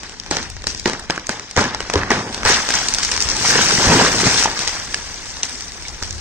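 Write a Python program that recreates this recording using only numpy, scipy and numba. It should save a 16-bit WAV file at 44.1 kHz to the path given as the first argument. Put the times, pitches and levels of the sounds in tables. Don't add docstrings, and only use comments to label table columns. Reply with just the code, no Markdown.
import sys
import numpy as np
from scipy import signal
from scipy.fft import rfft, irfft
from scipy.io import wavfile
from scipy.ndimage import uniform_filter1d, minimum_filter1d, map_coordinates
from numba import njit

SR = 44100
rng = np.random.default_rng(int(sys.argv[2]) if len(sys.argv) > 2 else 0)


def elevation(decibels):
    levels = np.asarray(decibels, float)
    return 10 ** (levels / 20)


def master(y):
    cut = np.clip(np.atleast_2d(y).T, -1, 1)
    pcm = np.round(cut * 32767)
    wavfile.write(sys.argv[1], SR, pcm.astype(np.int16))


N = 273711


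def wind():
    # [t/s, level/dB]
    gust_levels = [(0.0, -49), (0.52, -37.5), (0.78, -37), (0.9, -41), (1.55, -55), (1.76, -40.5),
                   (2.09, -36), (2.23, -52), (2.45, -36), (2.6, -42), (2.94, -39), (3.25, -34), (3.4, -40),
                   (3.77, -44), (4.13, -40), (4.5, -40.5), (5.64, -43), (6.0, -40), (6.1, -30), (6.21, -34)]
    both, left, right = rng.standard_normal((3, N))
    band = signal.butter(2, [22, 75], "band", fs=SR, output="sos")
    gust = signal.sosfilt(band, [1.26 * both + 1.65 * left, both + 0.9 * right])
    s, db = np.transpose(gust_levels)
    return gust / gust.std() * elevation(np.interp(np.arange(N) / SR, s, db))


@njit
def ring(start, lag, hz, cycles, size):
    out = np.zeros((2, N))
    for k in range(len(hz)):
        turn = np.exp((2j * np.pi - 1 / cycles[k]) * hz[k] / SR)
        shift = int(np.ceil(lag[k]))
        right = size[k] + 0j
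        left = size[k] * turn ** (shift - lag[k])
        for i in range(start[k], min(N - 64, start[k] + int(6 * cycles[k] * SR / hz[k]))):
            out[0, i + shift] += left.imag
            out[1, i] += right.imag
            right, left = right * turn, left * turn
    return out


def grains(s, hz, cycles, size, bearing):
    lag_s = 7e-5 + .9e-4 * bearing
    lag = np.clip(lag_s * SR, -30, 30)
    start = np.clip(s * SR, 32, N).astype(np.int64)
    return ring(start, lag, hz, cycles + 0 * hz, size)


def by_size(hz, levels_db):
    typical_hz = [300, 1200, 5500, 13500]
    place = np.interp(np.log(hz), np.log(typical_hz), np.arange(len(typical_hz)))
    return sum(np.maximum(0, 1 - np.abs(place - k)) * db for k, db in enumerate(levels_db))


def crack_rows():
    # [t/s, splinter peak level/dB, wood knock re splinter/dB, tail share/dB]
    fibres = [(0.0334, -23, -5.5, -1), (0.0951, -25, -12, -1), (0.1992, -20.5, -23, -20),
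              (0.2445, -35, -8, -1), (0.2625, -27, -4, 2), (0.311, -7, -5.5, -1.5),
              (0.3687, -14, -3.5, -1.5), (0.4284, -21, -27, 1.5), (0.5008, -17.5, -57, -6.5),
              (0.5666, -31, 0, -1), (0.6207, -27.5, -12, -26.5), (0.641, -24.5, 1, -12),
              (0.6697, -6, -19, -3), (0.748, -21, -5, -21), (0.7766, -27, -28, -6), (0.7971, -15, -46, -13),
              (0.8575, -4, -1, -5.5), (0.877, -16, -8, -21.5), (0.8975, -21, 9, -16),
              (0.9335, -21.5, 8.5, -10), (0.9961, -21.5, -15, -2.5), (1.0995, -18.5, 12, -11),
              (1.1063, -14, -1.5, -2.5), (1.1612, -22, -16, -19), (1.1774, -26, 7.5, -18),
              (1.1965, -25, -4, -16), (1.269, -15, -33, -8), (1.293, -8.5, -3, -4.5),
              (1.3963, -22, -9.5, -15), (1.511, -20, -21, -23)]
    hinge = [(1.5646, -3, -0.5, -26), (1.5734, -0.5, 2.5, -3), (1.5915, -13, -5, -13),
             (1.611, -16, -6, -14), (1.641, -21, 1, -6), (1.7471, -16, -3.5, -9), (1.805, -17, -3.5, -2),
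             (1.8995, -15.5, -1.5, -4), (1.937, -3, -6, -27), (1.9563, -8.5, 8, -10),
             (1.978, -25.5, 5.5, 4.5), (2.0337, -28, 16, -26), (2.1049, -2.5, 2.5, -8),
             (2.1158, -12.5, 0.5, 0), (2.2915, -31, -14, 4), (2.3277, -24, -6, 7), (2.3456, -18, -10.5, -9),
             (2.3778, -30, 8.5, 0.5)]
    crown = [(2.4324, -23, 9, -12), (2.4514, 1, -3, -9), (2.4595, -4.5, 4.5, -2.5),
             (2.4736, -1.5, -10, 0.5), (2.5135, -9, 5.5, -1.5), (2.689, -12, -6, -13),
             (2.7048, -9.5, -5.5, -3), (2.7386, -4.5, -8, -1.5), (2.8849, 4, -29, -20),
             (2.9387, -9, -46, -7), (2.947, -5, -40, -11), (2.985, -11.5, -8.5, 0), (3.031, 9.5, -25, -14),
             (3.0491, -3.5, -33, -7), (3.115, -9, -18, 1.5), (3.1191, -10, -11, -13),
             (3.1642, -14, -6, -15), (3.177, -15, -3, -14), (3.204, -8, -24, -1), (3.223, 0.5, -37, -7.5),
             (3.2884, -9.5, -37, 2), (3.366, -9, -41, -11), (3.709, -10.5, 0, -2), (4.061, -19, 11, -1),
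             (4.396, -14, -19, -2), (4.4257, -4.5, 0.5, -8), (4.458, -25, 10, -15), (4.5916, -13.5, -5, 0),
             (4.6763, -8, -9, -2)]
    debris = [(4.9445, -11, -18, -2.5), (5.075, -28, -38, -16.5), (5.257, -27, -32, -19),
              (5.369, -26.5, 0, -3), (5.4329, -0.5, -25, -10), (5.495, -17.5, -28, 1),
              (5.608, -20.5, -26, -3), (5.72, -22.5, -24, -9), (5.8227, -24, -14, 1.5),
              (5.883, -22, -37, 1), (6.0263, -15.5, -13, 0.5), (6.0348, -18, -37.5, -5),
              (6.108, -22, -49, -17), (6.127, -21, -31, -10), (6.181, -27, -19, 3)]
    thump_db = [-11, -10.5, -49, -19]
    tables = fibres, hinge, crown, debris
    s, db, mid_db, tail_db = np.transpose(sum(tables, []))[:, :, None]
    thump = np.repeat(thump_db, [len(rows) for rows in tables])[:, None]
    low_db = thump + 0.65 * mid_db
    return s, db, mid_db, low_db, tail_db


def steady(t):
    # [t/s, twig level/dB, heaviness (thick wood re twigs)/dB]
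    running = [(0, -40, -1), (.56, -47, -1.5), (.8, -36.5, -11), (1.09, -48, 11), (1.43, -40, -8),
               (1.75, -41.5, 11), (2.07, -40, 20), (2.3, -44.5, 10), (2.65, -28.5, -5), (3.0, -33.5, -2),
               (3.3, -32.5, -18), (3.42, -29, -6), (3.47, -21, -7), (4.1, -21.5, -5), (4.448, -19, -7),
               (4.464, -30, 1), (5.08, -36.5, -6.5), (6.21, -40, -6)]
    # [t/s, peak level/dB, size (0 limbs, 1 branches, 2 twigs), fade per 10 dB/s (sign ignored)]
    surge_events = [(1.946, -17, 0.098, 0.07), (2.13, -24, .3, -0.4), (2.12, -28, 0.89, 0.24),
                    (2.46, -12.5, 0.92, 0.1), (2.49, -12, 1.46, 0.08), (2.69, -23.5, 1.1, -0.83),
                    (2.748, -20, 1.4, 0.13), (3.04, -37, 1.9, -0.5), (3.12, -27.5, 1.15, -2.5),
                    (3.215, -20, 2, 0), (3.26, -28.5, 0.18, 0.36), (3.445, -16.5, 1.63, 0.15),
                    (3.49, -18, 2, 0.09), (3.56, -12.5, 0.92, 0.1), (3.63, -13, 1.4, 0.04),
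                    (3.72, -19, 1.64, 0.09), (3.79, -18.5, 1.4, 0.12), (3.861, -11.5, 0.29, 0.1373),
                    (3.918, -5.5, 0.63, 0.07), (3.98, -17, 1.1, 0.08), (4.018, -7.5, 0.61, 0.05),
                    (4.149, -17.5, .1, 0.0932), (4.21, -16, 1.24, 0.05), (4.267, -7, 0.63, 0.02),
                    (4.33, -20, 0.61, 0.1944), (4.4, -30, 1.3, 0.04), (4.6, -26, 1.8, 0.12),
                    (4.72, -30, 1.6, .2), (5.15, -53, 4.9, 0), (5.53, -38, 1.7, -0.7)]
    at, twigs, heavy = np.transpose(running)
    twigs, heavy = np.interp(t, at, twigs), np.interp(t, at, heavy)
    branches = twigs + 1 + 0.73 * heavy

    ground_from_s, ground_to_s, ramp_in_s, ramp_out_s = 3.49, 4.36, 0.1, 0.031
    away = np.maximum((ground_from_s - t) / ramp_in_s, (t - ground_to_s) / ramp_out_s)
    rest_db = -46.5 + 2 * (t > ground_to_s)
    limbs = np.maximum(rest_db, -27.5 - 10 * np.maximum(away, 0))

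    s, db, size, fade = np.transpose(surge_events)[:, :, None]
    fade = np.abs(fade) + .004
    rise = np.where(s < ground_from_s - ramp_in_s, 0.0091, 0.45 * fade) + .001
    surge = db - 10 * np.clip(np.maximum((s - t) / rise, (t - s) / fade), 0, 12)
    power = []
    for k, base in enumerate((limbs, branches, twigs)):
        loss = np.maximum(8.5 * (k - size), 11.5 * (size - k))
        power.append(elevation(2 * base) + elevation(2 * (surge - loss)).sum(axis=0))

    still = np.clip((2.31 - t) / .15, 0, 1)
    dust_db = -25.5 - 10 * still
    return power + [power[-1] * elevation(2 * dust_db)]


def breakage(t, swell_s=0.0054):
    tail_t60 = [0.5, 0.48, 0.43, 0.33]
    tail_start = [-4.5, -6, -16, -45.5]
    s, db, mid_db, low_db, tail_db = crack_rows()
    since = np.maximum(t - s, 0)
    swell = 1 - np.exp(-since / swell_s)
    levels = []
    for base, start, t60, power in zip(tail_start, (low_db, mid_db, 0, 0), tail_t60, steady(t)):
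        decay_db = 60 * since / t60
        tails = elevation(2 * (db + start + tail_db + base - decay_db)) * swell
        levels.append(10 * np.log10(tails.sum(axis=0) + power))
    return levels


def crash(count=130000, bunch_s=0.016, step_s=0.0018):
    when, pick, odd, sign = rng.random((4, count))
    when = when * N / SR
    hz = 100 + 16400 * pick ** 1.2
    side = rng.standard_normal(count)
    bearing = 0.783 * side * np.abs(side)
    t = np.arange(0, N / SR, step_s)
    low, mid, high, top = (np.interp(when, t, db) for db in breakage(t))
    bunch_grid = rng.standard_normal((1000, 16))
    bunch = map_coordinates(bunch_grid, [when / bunch_s, np.log2(hz / 100)], order=1)
    db = by_size(hz, [low, mid, high, top + 28])
    db = db - 2.0 * np.log(1 - .999 * odd) + 2.03 * bunch
    return grains(when, hz, 2.79 + hz / 5000, elevation(db - 16) * np.sign(sign - .5), bearing)


def crackle(count=900, size=10):
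    when, odd, side, sign = rng.random((4, count, 1))
    when = when * N / SR
    t = np.arange(0, N / SR, .008)
    hz = 1800 * 6.0 ** rng.random((count, size))
    twigs_db = np.interp(when, t, breakage(t)[2])
    db = twigs_db - 8 - 3 * np.log(1 - .995 * odd)
    spread = lambda v: (v + 0 * hz).ravel()
    strength = elevation(db - 10.5) * np.sign(sign - .5)
    return grains(spread(when), hz.ravel(), 1.1, spread(strength), spread(3 * (side - .5)))


def cracks(count=140):
    s, db, mid_db, low_db, _ = crack_rows()
    pick, wait, sign, side = np.moveaxis(rng.random((len(s), count, 4)), 2, 0)
    hz = 130 * (16500 / 130) ** pick ** .7
    run_s = .8 * (.0013 + .4 / hz)
    when = s - .0003 - np.log(1 - wait) * run_s
    level = by_size(hz, [db + low_db, db + mid_db, db, db + 3.5]) - 13.5
    size = elevation(level) * np.sign(sign - .5) * (1 - wait) ** .3
    first = wait < .15
    when = np.where(first, s, when)
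    size = np.where(first, elevation(-2.5) * np.abs(size), size)
    bearing = 1.3 * (side[:, :1] - .5) + 1.33 * (side - .5)
    return grains(when.ravel(), hz.ravel(), 1.5, size.ravel(), bearing.ravel())


def blows(table, gain_db):
    s, db, hz, t60 = np.transpose(table)
    cycles = t60 * hz / np.log(1000)
    return grains(s + 0.001083, hz, cycles, elevation(db + gain_db), 0 * s)


def rings(table, gain_db):
    s, db, hz = np.transpose(table)
    t60 = 0.029 * (hz / 500) ** -0.35
    return blows(np.transpose([s, db, hz, t60]), gain_db)


def lean_rings():
    # [t/s, peak level/dB, f/Hz]
    lean_modes = [(0.309, -19, 1900), (0.323, -16.5, 680), (0.351, -21, 545), (0.875, -14, 427),
                  (1.098, -13.5, 710.0), (1.098, -11, 1590), (1.572, -6, 1640), (1.573, -20, 2240.0),
                  (1.591, -10, 1410), (1.61, -19, 2290), (1.623, -12, 1230.0), (1.65, -15, 1720.0),
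                  (1.658, -18, 240.0), (1.938, -10.5, 450.0), (1.956, -17, 3100.0), (1.956, -7, 365),
                  (1.966, -10, 388), (2.102, -14, 2250), (2.118, -16, 1520), (2.122, -19, 790),
                  (2.131, -15, 674), (2.449, -10, 1620), (2.449, -4, 865), (2.456, -9.5, 445),
                  (2.473, -16, 1500), (2.5, -10, 387), (2.503, -16, 2220.0), (2.511, -14, 486),
                  (2.52, -18, 2400), (2.522, -19, 2650.0), (2.53, -14.5, 1550.0), (2.814, -18, 780.0),
                  (2.829, -19, 1490.0), (3.118, -23, 1830)]
    return rings(lean_modes, -6.0)


def knocks():
    # [t/s, peak level/dB, f/Hz, t60/s]
    knock_modes = [(0.312, -7, 780, 0.011), (0.857, -7, 350, 0.055), (0.858, -7.5, 905, .03),
                   (0.858, -12, 1920, .02), (0.312, -13, 348, 0.024), (1.177, -20, 1980, .012),
                   (1.292, -21, 1100, .015), (1.574, -8, 950, .03), (1.594, -12, 600, .03),
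                   (1.099, -22, 1530, .015), (1.177, -18, 1580, 0.015), (1.29, -13.5, 465, 0.016),
                   (1.292, -13.5, 1530, 0.017), (1.957, -10, 393, 0.044), (2.106, -1, 1960, 0.015),
                   (2.107, -12, 430, 0.024), (3.553, -9, 458, .04), (3.586, -12.5, 1500, 0.035),
                   (3.919, -2.5, 930, 0.028), (4.049, -5, 1190, 0.015), (4.062, -12, 444, 0.011),
                   (4.268, -10, 866, 0.028), (4.456, -1.5, 893, 0.021), (4.942, -7, 1720, 0.014),
                   (4.943, -10.5, 2810, 0.0078), (5.432, -9, 2740, 0.017), (5.851, -24, 2260, 0.026),
                   (6.022, -21, 1740, 0.0082), (6.023, -19.5, 1320, 0.018), (4.474, -19, 800, .025),
                   (4.49, -18, 850, .025), (4.943, -19, 2240, .01), (4.943, -17, 3300, .008)]
    return blows(knock_modes, -7.5)


def thuds():
    # [t/s, peak level/dB, f/Hz, t60/s]
    thud_modes = [(1.574, -4.5, 97, 0.11), (1.955, -7.5, 84.4, 0.18), (2.116, -6.5, 392, 0.039),
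                  (2.451, -12, 90.5, 0.11), (3.257, -16, 64.6, 0.056), (3.738, -14, 175, 0.06),
                  (3.87, -8, 63, 0.13), (3.918, -9, 243, 0.11), (4.017, -10, 196, 0.085),
                  (4.233, -5.5, 350, 0.016), (4.267, -9.5, 144, 0.11), (6.023, -17, 64, 0.065),
                  (6.109, -17, 70.0, 0.069)]
    return blows(thud_modes, -6.5)


def ticks():
    # [t/s, peak level/dB, f/Hz, t60/s]
    tick_modes = [(2.7387, -6, 5700, 0.0065), (2.9372, -10, 6100, 0.0092), (3.03, 0, 5700, 0.005),
                  (3.2034, 3, 5500, 0.0024), (2.7526, -6, 5640, .004), (2.772, -7, 3000, .003),
                  (3.2151, -10, 5500, 0.0026), (3.2996, -6, 5500, 0.0027), (3.3144, -8, 5500, .003),
                  (3.4766, -3, 5600, .003), (3.5758, 1, 5600, .003), (3.6585, -6, 5600, 0.0027),
                  (3.6855, -3, 5700, .003), (3.7381, -2, 5650, .003), (4.0613, -5, 6500, 0.0034),
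                  (4.3114, -4, 5600, 0.0027), (4.436, -6, 5600, .003), (4.4442, -5, 5660, .003),
                  (4.6818, -6, 4000, .002), (4.7976, -14.5, 5600, 0.0026), (5.089, -22, 5600, 0.0027),
                  (5.1417, -19, 5630, .003), (5.159, -24, 5600, .003), (5.6217, -18, 5600, .003),
                  (5.6815, -22.5, 5600, .003), (5.891, -22, 5600, 0.0027), (4.9435, -13, 5200, 0.0043),
                  (5.4308, 3.5, 6080, 0.007), (6.108, -15, 7200, 0.0037)]
    return blows(tick_modes, -7.5)


def fall_rings():
    # [t/s, peak level/dB, f/Hz]
    fall_modes = [(3.444, -20, 2240.0), (3.448, -13, 970.0), (3.473, -16, 2200), (3.547, -16, 2920),
                  (3.589, -8, 1020), (3.591, -14, 500.0), (3.611, -10.5, 1570), (3.709, -13.5, 1550),
                  (3.723, -14.5, 393), (3.731, -23, 3190.0), (3.777, -14.5, 1980), (3.783, -10, 130.0),
                  (3.828, -14, 950.0), (3.887, -17, 1850.0), (3.887, -13, 540.0), (3.9, -17, 2560.0),
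                  (3.938, -5.5, 840.0), (3.979, -18, 2900), (3.989, -9, 456), (3.994, -13, 1640.0),
                  (3.998, -5.5, 940), (4.015, -21, 3000), (4.016, -20, 2440), (4.06, -15, 2150),
                  (4.061, -6, 1140.0), (4.063, -14, 1860), (4.228, -18, 1920.0), (4.24, -14, 1210.0),
                  (4.251, -12, 400), (4.264, -15, 1410), (4.358, -16, 1550.0), (4.474, -17, 690.0),
                  (4.598, -21.5, 131), (4.672, -20, 2000.0)]
    return rings(fall_modes, -5.5)


def port(x, colour, size=1024):
    hz, db = np.transpose(colour)
    bins = np.log(np.arange(size + 1) * SR / 2 / size + 1)
    cepstrum = irfft(np.log(elevation(np.interp(bins, np.log(hz), db))))
    cepstrum[1:size] *= 2
    cepstrum[size + 1:] = 0
    response = irfft(np.exp(rfft(cepstrum)))[:size]
    return signal.fftconvolve(x, response)[:N]


def scene():
    # [f/Hz, level/dB]
    ground_colour = [(60, 1.5), (140, 0), (220, 4), (350, 3.5), (480, 3.5), (630, 0), (850, 4.5),
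                     (1250, 2.5), (1700, 6.5), (2600, 3.5), (4000, 5), (6000, 7.5)]
    tree = cracks() + ticks() + knocks() + thuds() + lean_rings() + fall_rings() + crash()
    air = wind()
    return np.array([port(x, ground_colour) for x in tree + crackle()]) + air


def starve(x, size=1024, count=2):
    # [f/Hz, share of bands lost]
    lost_share = [(1500, 0.01), (2600, .08), (3300, .2), (4500, .2), (5200, 0.02), (6500, 0.08),
                  (7300, 0.3), (8800, .15), (9700, 0.1), (11400, .1), (12300, 0.45), (14000, .3),
                  (16000, 0.1)]
    hz, _, z = signal.stft(x, SR, nperseg=size)
    bins, frames = len(hz), z.shape[2]
    chance = rng.random((bins // count + 1, frames // count + 1))
    chance = chance.repeat(count, axis=0).repeat(2 * count, axis=1)[:bins, :frames]
    lost = chance < np.interp(hz, *np.transpose(lost_share), left=0)[:, None]
    draw_low, draw_high = rng.random((frames // count + 1, 2)).repeat(count, axis=0)[:frames].T
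    low = 9500 + 400 * (2 * draw_low - 1)
    high = 11750 + 700 * (2 * draw_high - 1)
    z = z * np.where((hz[:, None] > low) & (hz[:, None] < high), elevation(-70), 1)
    return signal.istft(z * np.where(lost, elevation(-34), 1), SR, nperseg=size)[1][:, :N]


def roll_off(x):
    return signal.sosfilt(signal.butter(12, 16860, fs=SR, output="sos"), x)


def record(dry):
    # [f/Hz, level/dB]
    left_colour = [(20, 0.5), (700, 5), (1300, 2.5), (3000, 6), (5800, 14.5), (7000, 3.5), (8200, -8),
                   (9200, -26.5), (10500, -60), (13000, -19), (15600, -52), (16200, -69)]
    # [f/Hz, level/dB]
    right_colour = [(20, 3), (700, 3), (1300, 5), (3000, 6), (5000, 6.5), (8500, 6.5), (9400, -5.5),
                    (9900, -7), (11200, -14.5), (12200, -19.5), (15600, -12.5), (16200, -81)]
    x = np.array([port(dry[0], left_colour), port(dry[1], right_colour)])
    hold = minimum_filter1d(np.minimum(1, .96 / (np.abs(x) + 1e-9)), size=129)
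    limited = x * uniform_filter1d(hold, size=65)
    return roll_off(starve(limited))


dry = scene()
out = record(dry)
master(out)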